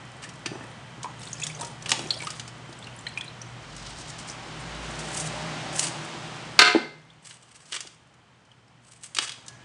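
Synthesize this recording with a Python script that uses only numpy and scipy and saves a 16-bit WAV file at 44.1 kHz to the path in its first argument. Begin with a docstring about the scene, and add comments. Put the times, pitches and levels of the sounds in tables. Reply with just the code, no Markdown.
"""Green bananas are peeled over a metal basin of water in a steel sink, in a tiled kitchen with a humming fan.
First a hand fishes in the water: bubbles ring, drops splat, fruit thuds on the basin. From 3.6 s a knife
slits the skin, bursting wet cells, while a vehicle passes outside. At 6.6 s the knife drops into the sink;
the steel rings, a heavy plop follows, and the overload turns the recorder's gain down.
Last, the peel is torn off by hand in wet, fibrous cracks."""
import sys
import numpy as np
from scipy import signal
from scipy.fft import rfft, irfft
from scipy.io import wavfile
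from scipy.ndimage import minimum_filter1d

SR = 44100
rng = np.random.default_rng(int(sys.argv[2]) if len(sys.argv) > 2 else 0)


def output_pcm(signal):
    """Save a mono or channel-first signal as 16-bit PCM at the path in sys.argv[1].

    Samples are clipped to [-1, 1] before scaling.
    """
    pcm = np.clip(np.atleast_2d(signal).T, -1, 1) * 32767
    wavfile.write(sys.argv[1], SR, np.round(pcm).astype(np.int16))


N = 425124
TIME = np.arange(N) / SR

# Levels in the tables are relative, ahead of filters and mix gains.
# wet snaps of hand, water and peel: t/s, level/dB, centre f/Hz
SNAPS = [(0.29, -41.5, 4870), (0.46, -26.5, 3350), (1.03, -33.5, 5370), (1.231, -39, 5170),
         (1.399, -37.5, 6400), (1.4373, -30, 6500), (1.466, -28.5, 6200), (1.61, -29.5, 8200),
         (1.647, -34.5, 6230), (1.668, -41, 8500), (1.859, -30, 2730), (1.892, -24, 4530),
         (1.904, -25, 5600), (1.9164, -14, 3940), (1.991, -32, 3700), (2.269, -31, 3630),
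         (2.303, -31, 4530), (2.396, -31, 3950), (2.477, -38.5, 4600), (3.764, -39.5, 5800),
         (4.99, -34.5, 6240), (5.793, -16.5, 6700), (5.83, -28, 5500), (5.868, -28.5, 5000),
         (6.046, -41.5, 8500), (7.3085, -29.5, 2900), (7.655, -38, 6000), (7.722, -17, 3820),
         (7.729, -17, 3300), (7.747, -24, 4800), (7.764, -17.5, 2960), (7.805, -17.5, 5200),
         (7.871, -28, 4750), (9.034, -24, 7400), (9.1475, -18, 5500), (9.167, -16, 3430),
         (9.1855, -6, 3320), (9.246, -24, 6000), (9.275, -26, 3800), (9.293, -21, 4000),
         (9.318, -25.5, 4450), (9.462, -39, 6000), (9.481, -27.5, 5540)]
# spectrum of wet cracks and splats: f/Hz, level/dB
WET_SPECTRUM = [(100, -15.5), (350, 9.5), (650, 1.5), (1300, 2.5), (2200, 2), (3100, -1), (5000, -1),
                (7000, 0.5), (8500, 1.5), (10000, -4.5), (11000, -6)]
# strips of peel pulled off: t/s, length/s, level/dB, centre f/Hz
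TEARS = [(0.219, 0.041, -34.5, 3100), (5.78, 0.11, -27, 5500), (7.221, 0.15, -28.5, 5800),
         (7.37, 0.58, -35.5, 5000), (7.721, 0.053, -16, 3530), (8.821, .18, -35.5, 7430),
         (9.01, 0.067, -25, 7650), (9.156, 0.13, -20, 3900)]
# squeak of pulled wet peel: f/Hz, width/Hz, boost/dB
SQUEAK = [(2950, 250, 1), (8130, 260, 7)]
# blade slides under the skin: t/s, length/s, level/dB, centre f/Hz
SLICES = [(3.616, 0.69, -40.5, 4430), (4.594, 0.03, -42, 8500), (4.817, 0.66, -40, 7260),
          (5.127, 0.15, -26.5, 8500), (5.727, 0.17, -25.5, 7900)]
# ring of the blade: f/Hz, width/Hz, boost/dB
BLADE_RING = [(5500, 300, 2.5), (8400, 600, 0)]
# hollow of the sink: f/Hz, width/Hz, boost/dB
SINK_HOLLOW = [(1204, 71, 6), (1640, 70, 2), (2907, 160, 5.5), (3270, 65, 4), (3890, 140, -0.5),
               (4700, 120, 3.5)]
# dropped knife lands and bounces: t/s, level/dB, cut-off f/Hz
BOUNCES = [(6.5907, -4.5, 9000), (6.616, -5.5, 4500), (6.6193, -1.5, 4800), (6.625, -6, 4500),
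           (6.648, -5, 4200), (6.659, -6.5, 3800), (6.675, -4, 2600)]
# spectrum of knife on sink: f/Hz, level/dB
CLASH_SPECTRUM = [(40, -51.5), (150, -10.5), (600, -9), (850, -6.5), (1100, -8.5), (1400, -3), (2000, -2.5),
                  (2800, -3), (4200, 4), (5500, -4.5), (8000, -8.5), (11000, -20.5), (16000, -38.5)]
# modes of sink and blade: f/Hz, level/dB, unstretched t60/s
STEEL_MODES = [(356, -15, .33), (428, -10, .3), (718, -5.5, .25), (1000, -4.5, .26), (1245, -5, .22),
               (1270, -5, .32), (1407, -3, .25), (1490, -7, .25), (1526, 0, .3), (1593, -1, .26),
               (1655, -11, .4), (1765, -13, .33), (1975, -11, .25), (2083, -0.5, .38), (2130, -6, .34),
               (2250, -9, .33), (2385, -7.5, .27), (2406, -8, .3), (2579, -8, .22), (2625, -8, .25),
               (2672, -5, .27), (2719, -6, .29), (2790, -8, .25), (2895, -7, .25), (3085, -8, .24),
               (3657, -5, .19), (3780, -10, .2), (3978, -10, .2), (4107, -7, .22), (4297, -2, .15),
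               (4533, -9, .18), (4791, -8, .22), (5733, -14, .22), (7200, -14, .26), (8140, -15, .3)]
# hand dips into the water: t/s, length/s, gurgle/dB, spray/dB
DIPS = [(0.5, 0.17, -48, -57), (1.207, 0.29, -69, -46), (1.6, 0.025, -40.5, -42.5),
        (1.87, 0.26, -47, -43.5), (2.214, 0.095, -69, -42.5), (2.685, 0.36, -68, -60)]
# drops and plops: t/s, level/dB, bubble f/Hz, splat re bubble/dB
DRIPS = [(0.248, -31, 1810, -6), (1.043, -21, 1025, 1.5), (1.056, -22.5, 990, -8), (1.219, -42, 3820, 0),
         (1.254, -37, 8300, -4), (1.272, -30.5, 4180, -13), (1.33, -21, 6400, -7), (1.417, -26, 7000, -4),
         (1.422, -22.5, 2550, -9), (1.433, -20.5, 3450, -12), (1.436, -18, 7300, -10),
         (1.467, -24.5, 3630, -5), (1.499, -30, 2400, 0), (1.549, -30, 6240, -13), (1.613, -28, 933, -1),
         (1.629, -31, 1310, -1), (1.823, -32, 6000, 2), (1.925, -21.5, 856, -10), (2.105, -20, 3330, -4),
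         (2.1058, -9.5, 3930, -10), (2.165, -31, 654, -6), (2.203, -26.5, 2380, 2), (2.222, -29, 2280, 8),
         (2.234, -28.5, 930, -8), (2.27, -21, 1223, -19), (2.727, -40.5, 4220, 9), (2.788, -40.5, 8200, 1),
         (2.825, -35, 3350, -2), (2.842, -34.5, 4070, -2), (2.869, -30.5, 2510, 0), (2.963, -41, 9500, -3),
         (2.989, -36.5, 7200, 0), (3.009, -42, 8100, -3), (3.066, -25, 2140, -1), (3.066, -26.5, 2950, -14),
         (3.069, -22.5, 4140, -21), (3.086, -38, 7200, -1), (3.174, -17, 2480, -5.5),
         (3.184, -36, 9000, -4), (3.2093, -23, 3300, -1.5), (3.244, -39, 9250, -2),
         (3.28, -29.5, 4000, -14), (3.416, -27.5, 5880, -6.5), (4.298, -26, 5600, -6),
         (6.7496, 1, 322.5, -11), (7.101, -28, 3240, -8), (8.14, -41, 7040, 3.5), (8.451, -44.5, 6000, 3.5),
         (8.515, -30, 3080, -3), (8.68, -42, 5000, -0.5)]
# fruit and hand hit the basin: t/s, level/dB, cut-off f/Hz, thud f/Hz
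KNOCKS = [(0.458, -22.5, 1490, 300), (0.514, -21, 600, 290), (0.527, -29, 600, 380),
          (0.555, -27.5, 1290, 620), (0.609, -28.5, 1300, 600), (0.638, -33, 1500, 700),
          (0.977, -30.5, 450, 210), (1.598, -32, 900, 570), (1.922, -25, 1500, 500), (1.972, -29, 500, 180),
          (1.992, -23.5, 900, 480), (2.011, -31, 900, 600), (2.038, -29, 900, 450), (2.056, -25, 600, 210),
          (2.69, -29, 800, 460), (6.748, 8, 650, 310), (6.757, 7.5, 1000, 400), (7.85, -25, 895, 600),
          (9.187, -15, 1500, 400)]
# modes of the water-damped basin: f/Hz, level/dB, t60/s
BASIN_MODES = [(227, -8, 0.1), (266, -2, 0.065), (320, 2, 0.074), (358, -5.5, 0.091), (410, -0.5, 0.046),
               (567, -18.5, 0.042), (853, 5, 0.022), (1804, 10.5, 0.05), (2625, 20, 0.069)]
# modes of its rim: f/Hz, level/dB, t60/s
RIM_MODES = [(1766, -4, 0.14), (2540, 0, 0.054), (3480, -18, 0.092), (4620, -12, 0.11), (5980, -3, 0.064)]
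# brushed metal wall sings in one mode: t/s, level/dB, f/Hz, t60/s
WALL_TONES = [(1.615, -34.5, 940, 0.27), (1.925, -42, 810, 0.3), (9.485, -48, 1674, 0.98)]
# engine firing rate: t/s, f/Hz
FIRING_RATE = [(3.2, 42.01), (6.55, 71.33), (7.4, 70.7), (9.64, 60.6)]
# exhaust and street resonances: f/Hz, width/Hz, level/dB
EXHAUST = [(167, 9.7, 2), (208, 30, -2), (336, 26, 4.5), (611.5, 50, 3), (770, 79, 1.5), (912.3, 16, 2.5)]
# low modes of the kitchen: f/Hz, width/Hz, level/dB
ROOM_MODES = [(47.44, 2.5, 9), (56, 2.8, 4.5), (61, 2, -8.5)]
# tyre noise: f/Hz, level/dB
TYRE_SPECTRUM = [(40, -24.5), (95, -17.5), (160, -4), (230, -0.5), (340, -0.5), (450, -4.5), (850, -1.5),
                 (1500, -4), (3000, -6), (5000, -11.5), (8000, -17.5), (10000, -27), (11000, -40)]
# swells of the street boom: peak t/s, 1/e half-length/s, level/dB
BOOMS = [(1.45, 0.19, -45), (2.098, 0.26, -51), (5.4, 0.82, -41.5), (7.001, 0.26, -45)]
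# air rush of the fan: f/Hz, level/dB
FAN_SPECTRUM = [(25, -46), (45, -15), (62, 0), (85, -3), (130, 7), (200, 0.5), (400, -7), (850, -4.5),
                (1400, -7), (2700, -11.5), (4000, -17), (8300, -23.5), (11000, -37)]
# microphone port resonances: f/Hz, width/Hz, boost/dB
MIC_PORT = [(2960, 2200, -1), (6230, 300, 1), (8400, 420, 1)]


def snaps(usual_t60_s=0.031, usual_db=-27, halving_db=31.5, rise_s=0.00075, wet_db=-19, wet_t60_s=0.1):
    """Each snap is a noise burst, the harder the shorter, with a fainter wet tail."""
    out = np.zeros(N)
    t, tail = decay(wet_t60_s)
    for s, db, hz in SNAPS:
        t60_s = usual_t60_s * 2 ** ((usual_db - db) / halving_db)
        envelope = (1 - np.exp(-t / rise_s)) * (from_db(-60 * t / t60_s) + from_db(wet_db) * tail)
        burst = resonance(rng.standard_normal(len(t)) * envelope, hz, 0.72 * hz)
        add(out, s, from_db(db) * burst / np.std(burst[:SR // 125]))  # rms of the first 8 ms
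    return coloured(out, WET_SPECTRUM)


def peel(uneven_db=4, ticks_db=-60):
    """Fibres part in a dense crackle with each pull; wet fingers tick in between."""
    out = np.zeros(N)
    fibres = grains(per_s=2500, spread_db=0.5) * from_db(uneven_db * drift(140))
    for start_s, length_s, db, hz in TEARS:
        pull = resonance(fibres[int(start_s * SR):int((start_s + length_s) * SR)], hz, 1.56 * hz)
        add(out, start_s, from_db(db) * swelled(pull, crest_share=0.58, edge_db=-14))
    t, fade = decay(t60_s=0.025)
    ticks = signal.oaconvolve(grains(per_s=8, spread_db=2), fade * rng.standard_normal(len(t)))[:N]
    ticks = rms_one(resonance(ticks, hz=7000, width_hz=7000))
    return coloured(boosted(out, SQUEAK) + from_db(ticks_db) * ticks, WET_SPECTRUM)


def cutting(uneven_db=3, saw_start_s=3.88, saw_every_s=0.098, saw_length_s=0.05, saw_hz=6270):
    """The blade bursts wet cells in a fine crackle: slices and five ever harder sawing strokes."""
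    out = np.zeros(N)
    cells = grains(per_s=3500, spread_db=2.5) * from_db(uneven_db * drift(160))
    sawing = [(saw_start_s + k * saw_every_s, saw_length_s, -40 + 1.5 * k, saw_hz) for k in range(5)]
    for start_s, length_s, db, hz in sawing + SLICES:
        stroke = double_resonance(cells[int(start_s * SR):int((start_s + length_s) * SR)], hz, hz)
        add(out, start_s, from_db(db) * swelled(stroke, crest_share=0.34, edge_db=-12))
    return coloured(boosted(out, BLADE_RING), WET_SPECTRUM)


def knife_clatter(crack_db=-1, crack_t60_s=0.04, wash_db=-12, body_t60_s=0.45, treble_t60_s=0.26):
    """Each bounce gives a hard crack and a wash of crowded modes; the high ones die first."""
    out, t = np.zeros(N), TIME[:SR]
    for s, db, cutoff_hz in BOUNCES:
        noise = rng.standard_normal(SR)
        body = lowpass(noise, 3000, order=1)
        wash = body * from_db(-60 * t / body_t60_s) + (noise - body) * from_db(-60 * t / treble_t60_s)
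        blow = from_db(crack_db - 60 * t / crack_t60_s) * noise + from_db(wash_db) * wash
        add(out, s, from_db(db) * lowpass(coloured(blow, CLASH_SPECTRUM), cutoff_hz, order=1))
    return highpass(out, 130)


def steel_ring(ring_db=-9, t60_stretch=1.47, rocking_rad=0.33, rocking_per_s=70, beating_db=2):
    """Each bounce adds energy to the clear modes of the steel; the rocking blade makes them waver."""
    out, t = np.zeros(N), TIME[:SR]
    bounce_s, bounce_db, cutoff_hz = np.transpose(BOUNCES)
    since_s = t - (bounce_s - bounce_s[0])[:, None]
    for hz, db, t60_s in STEEL_MODES:
        energy_in = from_db(bounce_db + db + ring_db) ** 2 / (1 + (hz / cutoff_hz) ** 2)
        share_left = (since_s >= 0) * from_db(-60 * np.abs(since_s) / (t60_stretch * t60_s)) ** 2
        phase = rng.uniform(0, 2 * np.pi) + rocking_rad * drift(rocking_per_s)[:SR]
        beating = from_db(beating_db * drift(rocking_per_s)[:SR])
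        amplitude = np.sqrt(energy_in @ share_left) * beating
        add(out, bounce_s[0], amplitude * np.sin(2 * np.pi * hz * t + phase))
    return out


def water(stir_end_s=3.3):
    """Stirring makes a lumpy slosh, a gurgle of large bubbles and a spray of small ones."""
    stirring = TIME < stir_end_s
    large = bubble_crowd(stir_end_s, low_hz=400, high_hz=1500, count=2400)
    small = bubble_crowd(stir_end_s, low_hz=2200, high_hz=9800, count=900)
    slosh = rms_one(double_resonance(grains(per_s=700, spread_db=-0.5), hz=520, width_hz=500))
    spatter = stirring * coloured(grains(per_s=1500, spread_db=5.5), WET_SPECTRUM)
    gurgle = from_db(-6) * large / np.std(large[stirring]) + from_db(-5) * slosh
    spray = from_db(-2) * small / np.std(small[stirring]) + spatter
    gurgle_gain, spray_gain = dip_gains()
    return gurgle_gain * gurgle + from_db(-3) * spray_gain * spray


def dip_gains(attack_db_per_s=346, settle_db_per_s=122):
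    """Each dip stirs the water up quickly, holds it, then lets it settle."""
    gurgle, spray = np.zeros((2, N))
    for start_s, length_s, gurgle_db, spray_db in DIPS:
        before_s = np.maximum(start_s - TIME, 0)
        after_s = np.maximum(TIME - start_s - length_s, 0)
        envelope = from_db(-attack_db_per_s * before_s - settle_db_per_s * after_s)
        gurgle += from_db(gurgle_db) * envelope
        spray += from_db(spray_db) * envelope
    return gurgle, spray


def bubble_crowd(end_s, low_hz, high_hz, count, range_db=16):
    """Bubbles of random time, pitch and strength; each rings 14 cycles plus 14 ms."""
    out = np.zeros(N)
    for when, height, weakness in rng.random((count, 3)):
        hz = low_hz * (high_hz / low_hz) ** height
        plip = bubble(hz, t60_s=14 / hz + 0.014, rise=0.024)
        add(out, when * end_s, from_db(-range_db * weakness) * plip)
    return out


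def bubble(hz, t60_s, rise=0.073, wobble=0.046):
    """A trapped bubble rings, rising in pitch near the surface and wobbling as its shape settles."""
    t, fade = decay(t60_s)
    shape = np.interp(t, np.linspace(0, t[-1], 20), rng.standard_normal(20))
    pitch_hz = hz * (1 + rise * np.tanh(4 * t / t60_s - 0.5) + wobble * shape)
    return fade * (1 - np.exp(-t * hz / 2)) * np.sin(2 * np.pi * np.cumsum(pitch_hz) / SR)


def drips(t60_at_1khz_s=0.053, splat_rise_s=0.0012, aloft_s=0.07, droplet_db=-20, spread_octaves=0.45):
    """Each drop splats and traps a bubble; four droplets fall back just after."""
    out = np.zeros(N)
    t, fade = decay(t60_s=0.031)
    splat_envelope = fade * (1 - np.exp(-t / splat_rise_s))
    for s, db, hz, splat_db in DRIPS:
        t60_s = t60_at_1khz_s * (1000 / hz) ** 0.37  # smaller bubbles die sooner
        add(out, s, from_db(db) * bubble(hz, t60_s, rise=0.049, wobble=0.065))
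        splat = resonance(splat_envelope * rng.standard_normal(len(t)), hz, 0.93 * hz)
        add(out, s, from_db(db + splat_db) * coloured(splat, WET_SPECTRUM))
        for delay, height in rng.random((4, 2)):
            droplet_hz = hz * 2 ** (spread_octaves * (2 * height - 1))
            add(out, s + aloft_s * delay, from_db(db + droplet_db) * bubble(droplet_hz, t60_s))
    return highpass(out, 150, order=4)


def knocks(thud_db=-3, thud_t60_s=0.026, ring_db=-12):
    """Soft contacts thud, pitched by the spot, and reach only the low modes of the basin."""
    out = np.zeros(N)
    for s, db, cutoff_hz, thud_hz in KNOCKS:
        thud = from_db(thud_db - 60 * TIME[:SR] / thud_t60_s) * rng.standard_normal(SR)
        ringing = from_db(ring_db) * struck(BASIN_MODES, scatter_db=1.5)
        blow = resonance(thud, thud_hz, 0.61 * thud_hz) + ringing
        add(out, s, from_db(db) * lowpass(blow, cutoff_hz, order=4))
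    return highpass(out, 143, order=4)


def rim(tap_s=0.459, tap_db=-29):
    """Bare metal above the water rings when tapped by the fruit or brushed."""
    out = np.zeros(N)
    add(out, tap_s, from_db(tap_db) * struck(RIM_MODES, scatter_db=0.5))
    for s, db, hz, t60_s in WALL_TONES:
        t, fade = decay(t60_s)
        add(out, s, from_db(db) * fade * np.sin(2 * np.pi * hz * t))
    return out


def struck(modes, scatter_db):
    """One blow: each mode answers with a strength and sign set by a random spot."""
    out = np.zeros(SR)
    offsets_db = scatter_db * rng.standard_normal(len(modes))
    signs = rng.choice([-1, 1], len(modes))
    for (hz, db, t60_s), offset_db, sign in zip(modes, offsets_db, signs):
        t, fade = decay(t60_s)
        out[:len(t)] += sign * from_db(db + offset_db) * fade * np.sin(2 * np.pi * hz * t)
    return out


def vehicle(pass_s=5.486, street_m=17.34, speed_m_per_s=10.37, shade_db_per_rad2=16):
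    """Engine and tyres swell towards the window's axis, then fade."""
    angle_rad = np.arctan(speed_m_per_s * (TIME - pass_s) / street_m)
    nearness = np.cos(angle_rad) * from_db(-shade_db_per_rad2 * angle_rad ** 2)
    note, growl = engine()
    road = coloured(rng.standard_normal(N), TYRE_SPECTRUM) + from_db(-6.5) * nearness * growl
    return nearness * (from_db(-45) * note + from_db(-36) * road)


def engine(direct_db=-26, octave_db=-12, uneven_share=0.6):
    """The engine speeds up, then eases; its note sweeps the room modes, its overtones the exhaust."""
    firing_hz = np.interp(TIME, *np.transpose(FIRING_RATE))
    cycles = np.cumsum(firing_hz * (1 + 0.003 * drift(11))) / SR
    room_gain = from_db(direct_db)
    for hz, width_hz, db in ROOM_MODES:
        room_gain += from_db(db) / (1 + (2 * (firing_hz - hz) / width_hz) ** 2)
    note = room_gain * np.sin(2 * np.pi * cycles) + from_db(octave_db) * np.sin(4 * np.pi * cycles)
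    count = np.floor(cycles)
    strength = (1 - uneven_share * (count % 2)) * (1 + 0.25 * drift(60))  # every second firing is weaker
    firings = np.diff(count, prepend=0) * strength
    growl = sum(from_db(db) * double_resonance(firings, hz, width_hz) for hz, width_hz, db in EXHAUST)
    return np.sqrt(2) * note, rms_one(growl)


def street_boom(hz=156, rest_db=-59, wander_per_s=14, wander_rad=1.2, roughness=0.55):
    """A narrow, wavering drone, part tone and part noise, swells and fades."""
    swell = from_db(rest_db)
    for peak_s, half_s, db in BOOMS:
        swell += from_db(db) * np.exp(-((TIME - peak_s) / half_s) ** 2)
    phase = 2 * np.pi * hz * TIME + wander_rad * drift(wander_per_s)
    noise = drift(2 * wander_per_s) * np.sin(phase) + drift(2 * wander_per_s) * np.cos(phase)
    return swell * (roughness * noise + np.sqrt(2 * (1 - roughness ** 2)) * np.sin(phase))


def fan(air_db=-45, hum_hz=120.1, hum_db=-51.5, waver_db=1.6):
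    """Rushing air with a faint whistle and a motor hum."""
    hum = np.sqrt(2) * np.sin(2 * np.pi * hum_hz * TIME + 0.3 * drift(2.9))
    hum *= from_db(hum_db + waver_db * drift(9))
    whistle = from_db(-59) * rms_one(resonance(rng.standard_normal(N), hz=3090, width_hz=180))
    return hum + whistle + from_db(air_db) * coloured(rng.standard_normal(N), FAN_SPECTRUM)


def metal_ring(metal_ring_hz=1965, start_db=-57, fade_db_per_s=3):
    """A faint metal ring, slowly dying away."""
    return from_db(start_db - fade_db_per_s * TIME) * np.sin(2 * np.pi * metal_ring_hz * TIME + drift(25))


def kitchen(x, room_db, t60_s=0.46, high_cut_hz=7000, low_cut_hz=380, gap_s=0.0041):
    """Tiles return a short, bright, diffuse tail; the bass escapes through the window."""
    t, fade = decay(t60_s)
    tail = lowpass(rng.standard_normal(len(t)) * fade * (t > gap_s), high_cut_hz, order=1)
    tail -= lowpass(tail, low_cut_hz, order=1)
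    return x + from_db(room_db) * signal.oaconvolve(x, tail / np.linalg.norm(tail))[:N]


def gain_control(x, threshold_db=-7, max_cut_db=13, attack_s=0.0055, hold_s=2.24, release_db_per_s=12):
    """An overload turns the gain down quickly; it is held, then creeps back."""
    power = signal.lfilter([1 / 200], [1, 1 / 200 - 1], x ** 2)
    cut_db = np.clip(4 * (10 * np.log10(power + 1e-12) - threshold_db), 0, max_cut_db)
    size = 2 * int(hold_s * SR / 2) + 1
    held_db = -minimum_filter1d(-cut_db, size, origin=size // 2, mode="constant")
    released_db = np.maximum.accumulate(held_db + release_db_per_s * TIME) - release_db_per_s * TIME
    pole = np.exp(-1 / (attack_s * SR))
    return x * from_db(-signal.lfilter([1 - pole], [1, -pole], released_db))


def grains(per_s, spread_db):
    """Random clicks of uneven size; rms 1."""
    sizes = from_db(spread_db * np.minimum(rng.exponential(1, N), 4)) * rng.choice([-1, 1], N)
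    return rms_one(sizes * (rng.random(N) < per_s / SR))


def drift(per_s):
    """Random wander; rms 1."""
    knots = rng.standard_normal(int(N / SR * per_s) + 2)
    return rms_one(np.interp(TIME * per_s, np.arange(len(knots)), knots))


def decay(t60_s):
    """Time axis and envelope of a free decay."""
    t = np.arange(int(1.5 * t60_s * SR) + 2) / SR
    return t, from_db(-60 * t / t60_s)


def swelled(x, crest_share, edge_db):
    """Shape a stroke to rise to a crest and fall; rms 1."""
    level_db = np.interp(np.linspace(0, 1, len(x)), [0, crest_share, 1], [edge_db, 0, edge_db])
    return rms_one(x * from_db(level_db))


def coloured(x, spectrum, size=4096):
    """Minimum-phase filter with the given spectrum and unit power gain."""
    hz, db = np.transpose(spectrum)
    gain_db = np.interp(np.log(np.fft.rfftfreq(size, 1 / SR) + 1), np.log(hz), db)
    cepstrum = irfft(np.log(from_db(gain_db)))[:size // 2]
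    response = irfft(np.exp(rfft(2 * cepstrum, size)))
    return signal.oaconvolve(x, response / np.linalg.norm(response))[:len(x)]


def resonance(x, hz, width_hz):
    """Two-pole band-pass; peak gain 1."""
    return signal.lfilter(*signal.iirpeak(hz, hz / width_hz, fs=SR), x)


def double_resonance(x, hz, width_hz):
    """Two equal band-passes in series."""
    return resonance(resonance(x, hz, width_hz), hz, width_hz)


def boosted(x, resonances):
    """Lift or cut at each resonance."""
    return x + sum((from_db(db) - 1) * resonance(x, hz, width_hz) for hz, width_hz, db in resonances)


def lowpass(x, hz, order):
    """Butterworth low-pass."""
    return signal.sosfilt(signal.butter(order, hz, fs=SR, output="sos"), x)


def highpass(x, hz, order=2):
    """Butterworth high-pass."""
    return signal.sosfilt(signal.butter(order, hz, "high", fs=SR, output="sos"), x)


def from_db(db):
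    """Decibels to gain."""
    return 10 ** (np.asarray(db) / 20)


def rms_one(x):
    """Scale to rms 1."""
    return x / np.sqrt(np.mean(x ** 2) + 1e-20)


def add(out, s, sound):
    """Mix a sound in at time s."""
    i = int(round(s * SR))
    out[i:i + len(sound)] += sound[:N - i]


def scene():
    """Work at the sink over street and fan; the drops fall closest, so they are least reverberant."""
    hands = boosted(from_db(-3.5) * snaps() + from_db(-10) * peel() + from_db(-11) * cutting(), SINK_HOLLOW)
    wet = kitchen(water(), room_db=-12) + kitchen(drips(), room_db=-15.5, t60_s=0.33)
    work = kitchen(hands + knocks() + rim(), room_db=-12)
    dropped_knife = kitchen(knife_clatter(), room_db=-5.5) + steel_ring()
    return (work + wet + dropped_knife + fan() + metal_ring() + vehicle() + street_boom())[None]


def record(dry, band_hz=10300, leak_db=-25, cutoff_hz=12500):
    """Microphone resonances, gain control, clipping, and a band limit with a faint leak above it."""
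    heard = boosted(dry[0], MIC_PORT)
    clipped = highpass(np.clip(gain_control(heard), -1, 1), 35)
    band = signal.sosfilt(signal.ellip(8, 0.3, 60, band_hz, fs=SR, output="sos"), clipped)
    leaky = band + from_db(leak_db) * clipped
    return signal.sosfilt(signal.ellip(10, 0.3, 70, cutoff_hz, fs=SR, output="sos"), leaky)[None]


dry = scene()
out = record(dry)
output_pcm(out)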